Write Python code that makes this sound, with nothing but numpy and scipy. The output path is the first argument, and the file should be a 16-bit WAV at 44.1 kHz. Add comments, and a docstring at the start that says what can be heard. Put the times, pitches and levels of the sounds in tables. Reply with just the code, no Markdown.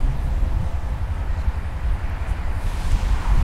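"""An open rail yard: a diesel freight locomotive creeps closer, still far away.
Its exhaust throbs once per crankshaft turn, its blowers whine faintly, and the wheels roar and
sing on the rails. Wind buffets the microphone over the hiss of open air. Towards the end a gust
sets the dry grass by the track rustling."""
import sys
import numpy as np
from scipy import signal
from scipy.io import wavfile

SR = 44100
rng = np.random.default_rng(int(sys.argv[2]) if len(sys.argv) > 2 else 0)


def put_to_file(sound):
    """Save the sound as 16-bit audio at rate SR, in the file named by the first command-line argument."""
    columns = np.atleast_2d(sound).T  # one column per channel
    safe = np.clip(columns, -1, 1)
    whole_steps = np.round(safe * 32767)
    wavfile.write(sys.argv[1], SR, whole_steps.astype(np.int16))


N = 151263
T = np.arange(N) / SR

# Exhaust partials. Each row: multiple of the crankshaft rate, relative level in dB.
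EXHAUST_ORDERS_DB = [(3, -13), (4, -6.5), (5, -4.5), (6, 2), (7, -1.5), (8, -2), (9, -12.5), (10, -18),
                     (14, -20), (16, -20.5)]
# Exhaust loudness. Each row: time in seconds, gain in dB.
EXHAUST_GAIN_DB = [(0, -34.5), (.8, -33), (1.5, -31.5), (2.1, -33.5), (2.9, -32.5), (3.43, -31.5)]
# Blower tones. Each row: frequency in Hz, level in dB before the gain below.
BLOWER_TONES_DB = [(522.2, -52), (866.7, -55), (1287, -60.5), (1733, -59.5)]
# How well the blower carries. Each row: time in seconds, gain in dB.
BLOWER_GAIN_DB = [(0, -5), (.4, -1), (.8, 1.5), (1.25, 1), (1.7, -4), (2.15, -3.5), (3.43, -5)]
# Far roar of the train. Each row: frequency in Hz, relative density in dB.
ROAR_SPECTRUM_DB = [(150, 4), (250, 4), (400, -1.5), (520, 0.5), (700, 4), (900, 2.5), (1200, -4),
                    (1800, -7.5), (2500, -18.5), (3500, -25.5), (6000, -36)]
# Roar loudness. Each row: time in seconds, level in dB.
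ROAR_LEVEL_DB = [(0, -40), (1, -40), (1.8, -41.5), (2.5, -39), (2.9, -39.5), (3.43, -38.5)]
# Rush of the wheels. Each row: frequency in Hz, relative density in dB.
WHEEL_SPECTRUM_DB = [(700, -21), (1100, 1), (1500, 7), (2200, 4), (2700, -2.5), (3400, -18), (5000, -11)]
# Wheel loudness. Each row: time in seconds, level in dB.
WHEEL_LEVEL_DB = [(0, -54.5), (.95, -53.5), (1.3, -46.5), (1.8, -46.5), (2.3, -43), (2.6, -44.5),
                  (2.9, -48.5), (3.43, -43)]
# Ringing bands of the rails. Each row: centre in Hz, width in Hz, relative level in dB.
RAIL_BANDS_DB = [(846, 40, -14), (939, 210, -4), (1101, 150, -11), (1390, 400, -11)]
# Ringing loudness. Each row: time in seconds, gain in dB.
RAIL_GAIN_DB = [(0, -69), (1.5, -46.5), (2.5, -47), (2.85, -40.5), (3.1, -39), (3.28, -32.5), (3.43, -38)]
# Wind on the microphone. Each row: frequency in Hz, relative density in dB.
WIND_SPECTRUM_DB = [(12, 3.5), (28, -3), (45, -1), (70, -9.5), (100, -14), (150, -18.5), (220, -26.5),
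                    (400, -36)]
# Wind loudness. Each row: time in seconds, level in dB.
WIND_LEVEL_DB = [(0, -20.5), (.35, -23), (.6, -21.5), (.75, -26.5), (1.15, -26.5), (1.42, -25.5),
                 (1.65, -27.5), (1.95, -24), (2.2, -27), (2.5, -26.5), (2.92, -22.5), (3.05, -21.5),
                 (3.25, -21.5), (3.43, -17)]
# Single eddies. Each row: centre in seconds, envelope peak in dB, frequency in Hz, sigma in seconds.
EDDIES = [(.058, -14.5, 30.6, 0.037), (.06, -34, 264, 0.019), (0.101, -23, 126.2, 0.019),
          (.145, -22, 138, 0.012), (.278, -18.5, 113, 0.0049), (0.347, -15.5, 37.4, .018),
          (0.431, -12, 31.7, 0.012), (0.544, -15, 41.5, 0.012), (.607, -13.5, 101, 0.0054),
          (.63, -28, 177, 0.013), (1.479, -14, 44, 0.0095), (1.929, -17, 24.3, 0.018),
          (2.311, -13, 48.4, .011), (2.669, -13.5, 34.8, 0.017), (2.926, -14.5, 82.6, 0.014),
          (2.944, -9, 34.3, 0.011), (3.119, -12.5, 55.3, 0.013), (3.32, -12.5, 47, 0.018),
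          (3.373, -9.5, 27.3, 0.021), (3.385, -20.5, 137, 0.0073)]
# Hiss of open air. Each row: frequency in Hz, relative density in dB.
AIR_SPECTRUM_DB = [(2000, 10.5), (3500, 5.5), (5000, -0.5), (7000, -2), (9500, -2), (12000, -7),
                   (15500, -15)]
# Hiss loudness. Each row: time in seconds, level in dB.
AIR_LEVEL_DB = [(0, -49.5), (.25, -51.5), (.7, -51.5), (1.65, -53.5), (2.05, -53.5), (2.5, -52),
                (3.43, -47)]
# Grass in the gust. Each row: frequency in Hz, relative density in dB.
GRASS_SPECTRUM_DB = [(1500, 5.5), (2500, 6.5), (3500, 4), (5500, -0.5), (7500, -2.5), (10000, -10.5),
                     (12500, -21), (15500, -18)]
# Grass loudness. Each row: time in seconds, level in dB.
GRASS_LEVEL_DB = [(0, -84), (2.55, -67), (2.67, -46.5), (2.8, -43.5), (2.93, -42), (3.12, -44.5),
                  (3.43, -49)]
# Short rustles. Each row: centre in seconds, level in dB, centre in Hz, half-width in octaves,
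# sigma in seconds.
GRASS_RUSTLES = [(.25, -60.5, 9900, 0.41, 0.05), (1.391, -48.5, 4030, .07, .005),
                 (1.415, -47, 4120, 0.045, .005), (1.404, -57, 5440, 0.53, 0.026),
                 (1.935, -60, 9500, 0.28, .018), (2.301, -52.5, 8300, 0.4, 0.023),
                 (2.71, -54.5, 9700, 0.28, 0.13), (2.86, -52.5, 8950, 0.28, .055)]
# Dry stalks ticking. Each row: start in seconds, relative level in dB, band centre in Hz.
STALK_TICKS = [(.1731, -46, 14000), (.9368, -51, 14000), (1.9959, -47, 14000), (2.0987, -42, 11500),
               (2.8016, -39, 11000), (2.919, -29, 7450), (3.082, -34, 7000)]


def from_db(db):
    """Decibels to gain."""
    return 10 ** (np.asarray(db) / 20)


def unit_rms(x):
    """Scale to rms 1."""
    return x / np.sqrt(np.mean(x ** 2) + 1e-20)


def gain_curve(rows):
    """Gain over time from (s, dB) rows."""
    return from_db(np.interp(T, *np.transpose(rows)))


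def drift(rate_hz):
    """Random wander of rms about 1, low-passed at rate_hz."""
    hop, warmup = 40, 2000
    pole = np.exp(-2 * np.pi * rate_hz * hop / SR)
    white = rng.standard_normal(N // hop + warmup + 2)
    slow = signal.lfilter([1], [1, -2 * pole, pole * pole], white)[warmup:]
    return np.interp(np.arange(N) / hop, np.arange(len(slow)), unit_rms(slow))


def band_noise(low_hz, high_hz):
    """Band-passed noise, rms 1."""
    sos = signal.butter(2, [low_hz, min(high_hz, .47 * SR)], "band", fs=SR, output="sos")
    return unit_rms(signal.sosfilt(sos, rng.standard_normal(N + SR // 2))[-N:])


def coloured_noise(spectrum, flicker_db, flicker_hz):
    """Third-octave noise bands, each flickering on its own; rms 1."""
    hz, db = np.transpose(spectrum)
    edges_hz = 10 * 2 ** (np.arange(34) / 3)
    out = np.zeros(N)
    for low, high in zip(edges_hz, edges_hz[1:]):
        if high > hz[0] and low < hz[-1]:
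            band_db = np.interp(np.log(low * high) / 2, np.log(hz), db)
            gain = np.sqrt(high - low) * from_db(band_db + flicker_db * drift(flicker_hz))
            out += gain * band_noise(low, high)
    return unit_rms(out)


def swell(centre_s, sigma_s):
    """Gaussian envelope, peak 1."""
    return np.exp(-.5 * ((T - centre_s) / sigma_s) ** 2)


def exhaust(crank_hz=10.95, first_beat_s=.02137, pipe_hz=76.05):
    """One beat per crankshaft turn, lows trailing; the partials waver on their way through the air."""
    smear_rad, waver_rad, waver_db = .329, .23, 2
    out = np.zeros(N)
    for order, db in EXHAUST_ORDERS_DB:
        hz = order * crank_hz
        pipe_rad = smear_rad * ((hz - pipe_hz) / crank_hz) ** 2  # phase bend about the pipe resonance
        phase = 2 * np.pi * hz * (T - first_beat_s) + pipe_rad + waver_rad * drift(.63)
        out += from_db(db + waver_db * drift(1.48)) * np.sqrt(2) * np.sin(phase)
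    return gain_curve(EXHAUST_GAIN_DB) * out


def blower(waver_hz=1.1, waver_db=2.9):
    """Thin tones that fade in and out with the wind."""
    out = np.zeros(N)
    for hz, db in BLOWER_TONES_DB:
        phase = 2 * np.pi * np.cumsum(hz + waver_hz * drift(7.5)) / SR
        out += from_db(db + waver_db * drift(3.4)) * np.sqrt(2) * np.sin(phase)
    return gain_curve(BLOWER_GAIN_DB) * out


def rolling():
    """Wheels on rails: far roar, brighter rush and ringing bands that swell as the train nears."""
    roar = gain_curve(ROAR_LEVEL_DB) * coloured_noise(ROAR_SPECTRUM_DB, flicker_db=.3, flicker_hz=8.2)
    rush = gain_curve(WHEEL_LEVEL_DB) * coloured_noise(WHEEL_SPECTRUM_DB, flicker_db=1.15, flicker_hz=14)
    ring = sum(from_db(db) * band_noise(hz - width_hz / 2, hz + width_hz / 2)
               for hz, width_hz, db in RAIL_BANDS_DB)
    return roar + rush + gain_curve(RAIL_GAIN_DB) * ring


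def wind(wobble_rad=.35, wobble_hz=30):
    """Lumpy rumble on the microphone; each strong eddy pushes and pulls the diaphragm."""
    out = gain_curve(WIND_LEVEL_DB) * coloured_noise(WIND_SPECTRUM_DB, flicker_db=1.5, flicker_hz=7.5)
    for centre_s, db, hz, sigma_s in EDDIES:
        phase = 2 * np.pi * hz * (T - centre_s) + wobble_rad * drift(wobble_hz)
        out += from_db(db) * swell(centre_s, sigma_s) * np.sin(phase)
    return out


def air():
    """Faint, continuous hiss of open air."""
    return gain_curve(AIR_LEVEL_DB) * coloured_noise(AIR_SPECTRUM_DB, flicker_db=1.5, flicker_hz=6.7)


def grass(grain_db=1, grain_hz=200):
    """Dry grass: short rustles and a grainy hiss under the gust."""
    out = gain_curve(GRASS_LEVEL_DB) * coloured_noise(GRASS_SPECTRUM_DB, flicker_db=.2, flicker_hz=22)
    for centre_s, db, hz, octaves, sigma_s in GRASS_RUSTLES:
        out += from_db(db) * swell(centre_s, sigma_s) * band_noise(hz / 2 ** octaves, hz * 2 ** octaves)
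    return out * from_db(grain_db * drift(grain_hz))


def stalks(decay_s=.0016):
    """Dry stalks tick: bright noise bursts, sharp onset, fast decay."""
    out = np.zeros(N)
    for start_s, db, hz in STALK_TICKS:
        envelope = (T >= start_s) * np.exp(-np.abs(T - start_s) / decay_s)
        out += from_db(db) / 2 * envelope * band_noise(hz * .7, hz * 1.35)
    return out


def scene():
    """Far train; wind, air and grass close by. Mono."""
    return (exhaust() + blower() + rolling() + wind() + air() + grass() + stalks())[None]


def record(dry, fade_s=.006, cutoff_hz=15700):
    """Fade both ends, then low-pass steeply."""
    ramp = np.clip(np.minimum(T, T[-1] - T) / fade_s, 0, 1)
    fade = np.sin(np.pi / 2 * ramp) ** 2
    lowpass = signal.ellip(12, .1, 80, cutoff_hz, fs=SR, output="sos")
    return signal.sosfilt(lowpass, dry * fade)


dry = scene()
out = record(dry)
put_to_file(out)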